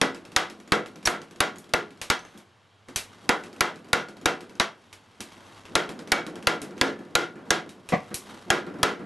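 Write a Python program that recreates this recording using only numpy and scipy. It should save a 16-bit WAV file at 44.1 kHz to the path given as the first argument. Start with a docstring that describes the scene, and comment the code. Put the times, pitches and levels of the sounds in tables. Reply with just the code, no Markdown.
"""A small workshop: a mallet drives a chisel through the corner of a pine board, about three blows a second.
Each blow cracks at the steel, knocks in the wood and rings on through board, block and room.
Between blows the block shifts, the sleeve rustles and the tools tick. Splinters snap, loose chips sing,
the block is bumped once, and the blade scrapes as it is set on the wood again.
Behind it: quiet room air and a low hum that swells in the pauses."""
import sys
import numpy as np
from scipy import signal
from scipy.fft import rfft, irfft
from scipy.io import wavfile
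from scipy.ndimage import uniform_filter1d

SR = 44100
rng = np.random.default_rng(int(sys.argv[2]) if len(sys.argv) > 2 else 0)


def dump(signal):
    """Clip the signal to [-1, 1] and save it as 16-bit WAV at the path in sys.argv[1]."""
    limited = np.clip(np.atleast_2d(signal).T, -1, 1)
    pcm = np.round(limited * 32767).astype(np.int16)
    wavfile.write(sys.argv[1], SR, pcm)


N = 399105

# mallet blows, levels relative to an average blow:
# start_s, force_db, crack_db, low_ring_db, knock_hz, hollow_hz, hold_db
MALLET_BLOWS = [(0.0136, -.3, -1, 4.5, 1957, 266.5, 4), (0.3626, -0.1, 2, -5, 1196, 748, 6.5),
                (0.72, 1.5, -2.5, 4.5, 1362, 484, 1.5), (1.0723, -1.1, -3.5, -2.5, 1343, 360.4, 10.5),
                (1.4039, 0, 0, -2, 1120, 748, 5.5), (1.736, -0.9, -4.5, 0, 1390, 421, 3.5),
                (2.1002, -1.4, -1.5, -4.5, 1380, 250, -1), (3.291, 2, -2.5, 1, 1490, 490, 2),
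                (3.607, 0, -1, -3, 1294, 465, 7), (3.9305, 0.1, 0, -1, 1418, 471, 6.5),
                (4.257, -0.1, -1, 1, 1440, 762, 4.5), (4.598, -2.2, -2, -5, 1152, 669, -1),
                (5.753, 0.5, 1, 2, 1368, 360, 7.5), (6.1183, 0.7, 1, -1.5, 2255, 547, 8),
                (6.47, .3, 0.5, .5, 1405, 344, 7), (6.812, 0, 1, 4.5, 1666, 268.3, 12),
                (7.1523, -0.3, 2, 1.5, 1376, 337, 10.5), (7.505, -0.2, 1.5, 1.5, 1640, 330, 5),
                (8.5024, 2, 1, 3.5, 1645, 367, 8), (8.83, 1.7, 1.5, 2.5, 1317, 278, 8.5)]
# modes of board and block: pitch_hz, level_db
WOOD_MODES = [(166, -5), (209, -5), (269, -11), (312, -4), (355, 2), (419, -1.5), (479, 2.5), (597, -8.5),
              (737, 0.5), (1001, -2), (1114, -8.5), (1248, -12), (1275, 0.5), (1335, -1), (1372, 0),
              (1405, 5.5), (1469, -5.5), (1496, 0.5), (1598, 0), (1679, -1), (2002, -1), (2077, -8),
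              (2304, -9.5), (2729, -11), (3278, -25.5)]
# loosened chips: start_s, pitch_hz, level_db, t60_s
LOOSE_CHIPS = [(3.929, 1404, -37, 0.49), (6.470, 1343, -36.5, 0.4), (6.812, 1700, -40, 0.54),
               (7.151, 1396, -29, 0.39), (8.502, 1660, -34, 0.34)]
# steel ringing free as it breaks through the cut: start_s, pitch_hz, level_db, t60_s
STEEL_RINGS = [(2.192, 6300, -57, .7), (4.598, 5700, -38, 0.23)]
# steel on wood, snapping splinters: start_s, level_db, pitch_hz, tilt_db_per_octave, tone_gain
SHARP_CLICKS = [(1.0533, -29.5, 6100, 1.5, 0.71), (1.057, -18.5, 5620, 1.5, 3.8),
                (1.0622, -27.5, 4350, 0.5, .8), (1.584, -43, 6760, 7, 1), (2.0149, -29.5, 2780, 0.5, .5),
                (2.192, -44, 6000, -3, 2.1), (2.2506, -44.5, 6200, -4.5, .8),
                (2.375, -48.5, 3440, 4.5, 0.65), (2.885, -45.5, 2070, -1.5, 1.2),
                (2.9598, -21, 6090, 2.5, 0.99), (4.928, -42.5, 3000, 0, 0.27),
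                (5.205, -33, 5770, 1.5, 0.95), (5.6534, -44, 3520, -3, 0.63), (6.617, -35.5, 9130, 1.5, .8),
                (6.7788, -43.5, 6150, -3, .5), (7.692, -44.5, 3820, 1, .5), (7.889, -34.5, 2840, 0.5, 0.43),
                (8.1428, -24.5, 5640, 7, 0.18)]
# bumps against the block: start_s, level_db
BLOCK_BUMPS = [(7.922, -16.5), (7.934, -16.5)]
# mallet swings: lift_s, shift_db, tick_db
MALLET_SWINGS = [(0.1464, -40, -41), (0.499, -43.5, -42), (0.8602, -42, -41), (1.217, -44, -43.5),
                 (1.5585, -43.5, -46.5), (1.906, -46, -50.5), (3.437, -41, -42.5), (3.758, -41.5, -48.5),
                 (4.0854, -41.5, -44), (4.407, -40.5, -44), (5.8912, -33.5, -36.5), (6.2656, -33, -37),
                 (6.6193, -34, -46.5), (6.9911, -38.5, -53.5), (7.3563, -37.5, -57), (7.661, -40.5, -59),
                 (8.666, -30.5, -49.5), (8.993, -32.5, -58)]
# block nudged as the chisel is lifted or set down: start_s, level_db
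BLOCK_NUDGES = [(2.344, -44.5), (2.883, -40.5), (5.197, -40.5), (8.1089, -33)]
# blade sliding over wood: start_s, length_s, level_db
BLADE_SLIDES = [(2.147, .27, -56.5), (2.85, 0.25, -57.5), (3.084, 0.38, -57), (4.702, 0.85, -62),
                (5.253, .5, -56.5), (7.826, .7, -54), (8.25, 0.095, -49)]
# resonances of the rubbing blade: centre_hz, width_hz, boost_db
BLADE_MODES = [(2050, 80, 4), (3200, 60, 4), (3660, 110, 3), (6100, 250, 3)]
# spectral shapes: freq_hz, density_db
CRACK_SPECTRUM = [(900, -12.5), (2500, -5), (4000, 1.5), (6000, -2.5), (8000, -8), (12000, -10.5)]
KNOCK_SPECTRUM = [(120, -18), (260, 4), (420, -1.5), (800, 0.5), (1100, -2), (1400, 1), (2200, 1),
                  (2800, -4.5), (5000, -46.5)]
RING_SPECTRUM = [(60, -38), (130, -15), (165, -12.5), (350, -2.5), (600, -2), (900, -3), (1400, -5),
                 (2100, -7), (2520, -16.5), (3300, -15.5), (4300, -22), (6200, -25.5), (8000, -32.5),
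                 (12000, -39)]
CLICK_SPECTRUM = [(150, -5.5), (400, 4), (900, 2), (2500, 3), (5500, -1.5), (8000, -3.5), (12000, -7.5)]
BUMP_SPECTRUM = [(29, -42), (50, -23), (188, -0.5), (371, -12.5), (663, -2.5), (931, -13), (1160, -6.5),
                 (1340, -30), (1950, -13), (2120, -13.5), (3160, -30), (6000, -38), (7800, -48),
                 (13200, -120)]
SHIFT_SPECTRUM = [(70, -31.5), (140, -4), (200, 5), (350, 1), (550, -8.5), (900, -13.5), (1800, -15.5),
                  (3500, -30.5), (9000, -51)]
RUSTLE_SPECTRUM = [(30, -25.5), (70, -19), (200, 7), (340, 3), (520, -1.5), (1100, -11.5), (2500, -26.5),
                   (8000, -44)]
SCRAPE_SPECTRUM = [(300, 1.5), (1100, 10.5), (2400, 0.5), (3300, 1), (6000, -5.5), (12000, -13)]
AIR_SPECTRUM = [(15, -59.5), (25, -41), (68, -38), (80, -14), (101, -6), (124, -14.5), (237, -21),
                (1090, -20), (2550, -27.5), (2900, -24.5), (12000, -48), (15600, -78.5), (22000, -120)]
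# scattered sound in the side channel: freq_hz, gain_db
SIDE_RESPONSE = [(40, -1), (120, -19), (300, -16), (700, -10.5), (1300, -9.5), (2400, -16), (4500, -54),
                 (9000, -34), (12000, -8)]
# room decay: freq_hz, t60_s
ROOM_DECAY = [(100, 0.42), (300, 0.33), (800, 0.26), (2000, 0.25), (5000, 0.22), (11000, 0.19)]

CRACK_DB, KNOCK_DB, LOW_RING_DB, MID_RING_DB, HIGH_RING_DB = -15.5, -16.5, -33.5, -28.5, -33.5
CRACK_HZ, CRACK_SCATTER = 3546, 0.047
HIGH_PER_CRACK, MID_PER_HOLD, HIGH_PER_HOLD = 0.95, 0.23, 0.47  # dB per dB
TURN_AFTER_BLOW_S, DROP_BEFORE_BLOW_S, MAX_SWING_S = 0.238, 0.044, 0.42
TURN_RE_LIFT_DB, DROP_RE_LIFT_DB = -5.5, -6.5
SLEEVE_LEAD_S, SLEEVE_HOLD_S, SLEEVE_RE_SHIFT_DB, SLEEVE_HISS_DB = 0.21, 0.36, -11.5, -64.5
RUB_ATTACK_S, RUB_RELEASE_S, HAND_RE_SLIDE_DB = 0.03, 0.039, -1.5
HUM_HZ, HUM_DB, HUM_DIP_DB, HUM_RETURN_S = 99.4, -54.5, 26.5, 0.51

EVENT_SAMPLES = 16384
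AGE_S, EVENT_HZ = np.arange(EVENT_SAMPLES) / SR, np.fft.rfftfreq(EVENT_SAMPLES, 1 / SR)
TIME_S, BLOW_TIMES_S = np.arange(N) / SR, np.array(MALLET_BLOWS)[:, 0]
ATTACK_SPAN, BODY_SPAN = slice(0, int(0.006 * SR)), slice(int(0.01 * SR), int(0.1 * SR))


def chiselling():
    """Blows, ringing chips and steel, clicks and bumps."""
    out = np.zeros(N)
    for start_s, force_db, crack_db, low_db, knock_hz, hollow_hz, hold_db in MALLET_BLOWS:
        add(out, start_s, strike(force_db, crack_db, knock_hz))
        add(out, start_s, wood_ring(force_db, crack_db, low_db, knock_hz, hollow_hz, hold_db))
    for start_s, pitch_hz, level_db, t60_s in LOOSE_CHIPS:
        add(out, start_s, chip(pitch_hz, level_db, t60_s))
    for start_s, pitch_hz, level_db, t60_s in STEEL_RINGS:
        add(out, start_s, undb(level_db) * tone(pitch_hz) * fade(t60_s, rise_s=0.002))
    for start_s, level_db, pitch_hz, tilt, tone_gain in SHARP_CLICKS:
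        add(out, start_s, click(level_db, pitch_hz, tilt, tone_gain, room_db=-8.5))
    for start_s, level_db in BLOCK_BUMPS:
        add(out, start_s, bump(level_db))
    return out


def strike(force_db, crack_db, knock_hz):
    """First milliseconds of a blow: the chisel cracks, then the wood knocks."""
    crack_hz = CRACK_HZ * (1 + CRACK_SCATTER * rng.standard_normal())
    crack = noise(CRACK_SPECTRUM) + 0.69 * tone(crack_hz)
    crack = unit(crack * fade(t60_s=0.011, rise_s=0.0008, delay_s=0.00018), ATTACK_SPAN)
    knock = noise(KNOCK_SPECTRUM) + 0.67 * tone(knock_hz)
    knock = unit(knock * fade(t60_s=0.039, rise_s=0.00034, delay_s=0.0011), ATTACK_SPAN)
    return undb(CRACK_DB + crack_db) * crack + undb(KNOCK_DB + force_db) * knock


def wood_ring(force_db, crack_db, low_db, knock_hz, hollow_hz, hold_db):
    """Board and block ring in a diffuse room tail; the ring holds its level briefly, then dies away."""
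    favoured = 0.45 * tone(knock_hz) + 0.36 * tone(hollow_hz)  # set by the place of the cut
    steady = noise(RING_SPECTRUM) + 0.8 * wood_modes() + favoured
    hold = undb(hold_db * np.minimum(AGE_S / 0.083, 1)) * (1 - np.exp(-AGE_S / 0.0025))
    spectrum = rfft(room_tail(steady) * hold)
    mid_db = MID_RING_DB + force_db - MID_PER_HOLD * hold_db
    high_db = HIGH_RING_DB + HIGH_PER_CRACK * crack_db - HIGH_PER_HOLD * hold_db
    above_low, above_mid = (1 - 1 / (1 + (EVENT_HZ / edge_hz) ** 8) for edge_hz in (600, 2500))
    bands = (1 - above_low, LOW_RING_DB + low_db), (above_low - above_mid, mid_db), (above_mid, high_db)
    return sum(undb(db) * unit(irfft(spectrum * share), BODY_SPAN) for share, db in bands)


def wood_modes():
    """Modes of board and block; level and pitch scatter per contact."""
    return unit(sum(undb(db + 2 * rng.standard_normal()) * tone(hz * (1 + 0.005 * rng.standard_normal()))
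                    for hz, db in WOOD_MODES))


def thumps():
    """A low thump under each blow and sharp click."""
    out = np.zeros(N)
    for start_s in BLOW_TIMES_S:
        add(out, start_s, thump(level_db=-24))
    for start_s, click_db, *_ in SHARP_CLICKS:
        add(out, start_s, thump(click_db - 8.5))
    return out


def thump(level_db):
    """A short, low, one-cycle thump."""
    widths = (AGE_S - 0.0046) / 0.002  # time from the zero crossing
    return undb(level_db) * widths * np.exp(-widths ** 2 / 2) * np.minimum(AGE_S / 0.0023, 1)


def chip(pitch_hz, level_db, t60_s):
    """A thin tongue of wood rings in two close, beating modes."""
    return undb(level_db) * (tone(pitch_hz) + 1.4 * tone(pitch_hz * 1.03)) * fade(t60_s, rise_s=0.0048)


def click(level_db, pitch_hz, tilt_db_per_octave, tone_gain, room_db):
    """Tiny pitched snap with a room tail; tilt sets its brightness."""
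    spectrum = [(hz, db + tilt_db_per_octave * np.log2(max(hz, 1000) / 1000)) for hz, db in CLICK_SPECTRUM]
    snap = (noise(spectrum) + tone_gain * tone(pitch_hz)) * fade(t60_s=0.016, rise_s=0.00016)
    tail = room_tail(noise(spectrum) + 0.15 * tone(pitch_hz)) * (1 - np.exp(-AGE_S / 0.0019))
    return undb(level_db) * unit(snap + undb(room_db) * tail, ATTACK_SPAN)


def bump(level_db):
    """Dull bump on the block: fast decay, faint tail, low thump."""
    envelope = fade(t60_s=0.13, rise_s=0.0019) + 0.12 * fade(t60_s=0.48, rise_s=0.0091)
    return undb(level_db) * soft_contact(BUMP_SPECTRUM) * envelope + thump(level_db - 16)


def handling():
    """Each jerk of a swing shifts the block and ticks the tools twice; the chisel nudges the block."""
    out = np.zeros(N)
    for lift_s, shift_db, tick_db in MALLET_SWINGS:
        for start_s, jerk_db in jerks(lift_s):
            add(out, start_s, block_shift(shift_db + jerk_db))
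            level_db, pitch_hz = tick_db + jerk_db, rng.uniform(2300, 7000)
            first = click(level_db, pitch_hz, tilt_db_per_octave=-1.7, tone_gain=0.63, room_db=-10)
            gap_s = rng.uniform(0.023, 0.034)
            second = click(level_db - 17, pitch_hz, tilt_db_per_octave=0, tone_gain=0.6, room_db=-24)
            add(out, start_s, first)
            add(out, start_s + gap_s, second)
    for start_s, level_db in BLOCK_NUDGES:
        add(out, start_s, block_shift(level_db))
    return out


def jerks(lift_s):
    """(start_s, relative_db) of the lift and, if a blow follows soon, the turn and the drop."""
    last_s, coming_s = BLOW_TIMES_S[BLOW_TIMES_S < lift_s][-1], BLOW_TIMES_S[BLOW_TIMES_S > lift_s]
    if len(coming_s) == 0 or coming_s[0] - last_s > MAX_SWING_S:
        return [(lift_s, 0)]
    turn = (last_s + TURN_AFTER_BLOW_S, TURN_RE_LIFT_DB)
    drop = (coming_s[0] - DROP_BEFORE_BLOW_S, DROP_RE_LIFT_DB)
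    return [(lift_s, 0), turn, drop]


def block_shift(level_db):
    """The block rocks dully on the bench."""
    return undb(level_db) * soft_contact(SHIFT_SPECTRUM) * fade(t60_s=0.33, rise_s=0.0044)


def soft_contact(spectrum):
    """Noise plus the wood modes that its spectrum reaches."""
    return unit(noise(spectrum) + 0.8 * unit(colour(wood_modes(), spectrum)))


def rubbing():
    """Sleeve and hand rustle; the sliding blade scrapes unevenly and rings in its own modes."""
    swings = [(rub_envelope(s - SLEEVE_LEAD_S, SLEEVE_HOLD_S), db) for s, db, _ in MALLET_SWINGS]
    sleeve = sum(swing * undb(shift_db + SLEEVE_RE_SHIFT_DB) for swing, shift_db in swings)
    hiss = sum(swing for swing, _ in swings) * undb(SLEEVE_HISS_DB)
    slide = sum(rub_envelope(start_s, length_s) * undb(db) for start_s, length_s, db in BLADE_SLIDES)
    rustle = (sleeve + undb(HAND_RE_SLIDE_DB) * slide) * undb(1.7 * wander(30)) * noise(RUSTLE_SPECTRUM, N)
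    grit = undb(1.4 * wander(35) + 3 * wander(600)) * noise(SCRAPE_SPECTRUM, N)
    hz = np.fft.rfftfreq(N, 1 / SR)
    blade_db = sum(db * resonance(hz, centre_hz, width_hz) for centre_hz, width_hz, db in BLADE_MODES)
    scrape = irfft(rfft(slide * grit) * undb(blade_db - 1.5), N)
    return rustle + hiss * grit + scrape


def rub_envelope(start_s, length_s):
    """One rubbing movement: attack, hold, release."""
    age_s = np.maximum(TIME_S - start_s, 0)
    return (1 - np.exp(-age_s / RUB_ATTACK_S)) * np.exp(-np.maximum(age_s - length_s, 0) / RUB_RELEASE_S)


def near_surfaces(x):
    """Early reflections from bench and tools ripple the treble."""
    reflections = rng.standard_normal(EVENT_SAMPLES) * fade(t60_s=0.028, rise_s=0.003)
    highpass = signal.butter(4, 2500, "high", fs=SR, output="sos")
    treble = signal.sosfilt(highpass, reflections / np.linalg.norm(reflections))
    return x + 0.25 * signal.fftconvolve(x, treble)[:N]


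def room_tail(steady):
    """A steady sound decays as the room does, treble first."""
    spectrum = rfft(steady)
    centres_hz, t60s_s = np.transpose(ROOM_DECAY)
    shares = [along(EVENT_HZ, np.c_[centres_hz, band]) for band in np.eye(len(centres_hz))]
    return sum(irfft(spectrum * share) * fade(t60_s) for share, t60_s in zip(shares, t60s_s))


def air_and_hum():
    """Room air and a wavering hum that dips at each blow and swells back."""
    last_blow = np.maximum(np.searchsorted(BLOW_TIMES_S, TIME_S) - 1, 0)
    since_blow_s = np.abs(TIME_S - BLOW_TIMES_S[last_blow])
    hum_db = HUM_DB - HUM_DIP_DB * np.exp(-since_blow_s / HUM_RETURN_S) + 0.98 * wander(6.5)
    hum_hz = HUM_HZ + 2.5 * wander(27)
    hum = undb(hum_db) * np.sin(2 * np.pi * np.cumsum(hum_hz) / SR)
    return undb(-60.5) * noise(AIR_SPECTRUM, N) + hum


def undb(db):
    """Decibels to gain."""
    return 10 ** (np.asarray(db) / 20)


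def unit(x, span=slice(None)):
    """Scale to rms 1 over a span."""
    return x / np.sqrt(np.mean(x[span] ** 2))


def along(hz, points):
    """Interpolate (freq_hz, value) points in log frequency."""
    points_hz, values = np.transpose(points)
    return np.interp(np.log(np.maximum(hz, 1)), np.log(points_hz), values)


def colour(x, spectrum):
    """Filter by (freq_hz, gain_db) points."""
    gain = undb(along(np.fft.rfftfreq(len(x), 1 / SR), spectrum))
    return irfft(rfft(x) * gain, len(x))


def noise(spectrum, samples=EVENT_SAMPLES):
    """Coloured noise, rms 1."""
    return unit(colour(rng.standard_normal(samples), spectrum))


def tone(hz):
    """Sine with random phase."""
    return np.sin(2 * np.pi * (hz * AGE_S + rng.random()))


def fade(t60_s, rise_s=0, delay_s=0):
    """Envelope: delay, rise, exponential decay."""
    age_s = np.maximum(AGE_S - delay_s, 0)
    return (1 - np.exp(-age_s / max(rise_s, 1e-5))) * np.exp(-np.log(1000) * age_s / t60_s)


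def resonance(hz, centre_hz, width_hz):
    """Resonance curve, 1 at its centre."""
    return 1 / np.sqrt(1 + (2 * (hz - centre_hz) / width_hz) ** 2)


def wander(rate_hz):
    """Smooth random drift, spread near 1."""
    hold = int(SR / rate_hz)
    steps = np.repeat(rng.standard_normal(N // hold + 1), hold)[:N]
    return 1.3 * uniform_filter1d(uniform_filter1d(steps, hold), hold)


def add(track, start_s, sound):
    """Mix a sound in at start_s."""
    start = max(int(start_s * SR), 0)
    track[start:start + len(sound)] += sound[:N - start]


def scene():
    """The work is straight ahead; scattered sound reaches left and right differently."""
    direct, scattered = (chiselling() + handling() + rubbing() + air_and_hum() for _ in range(2))
    low = thumps()
    mid = near_surfaces(direct) + low
    # thumps reach left and right slightly out of step
    thump_skew = undb(-6) * np.gradient(low) * SR / (2 * np.pi * 80)
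    side = colour(scattered, SIDE_RESPONSE) + thump_skew
    return np.array([mid + side, mid - side])


def record(dry):
    """Round the loudest peaks and cut the top."""
    ceiling, cutoff_hz = 0.58, 11750
    rounded = ceiling * np.tanh(dry / ceiling)
    return signal.sosfilt(signal.ellip(8, 0.2, 70, cutoff_hz, fs=SR, output="sos"), rounded)


dry = scene()
out = record(dry)
dump(out)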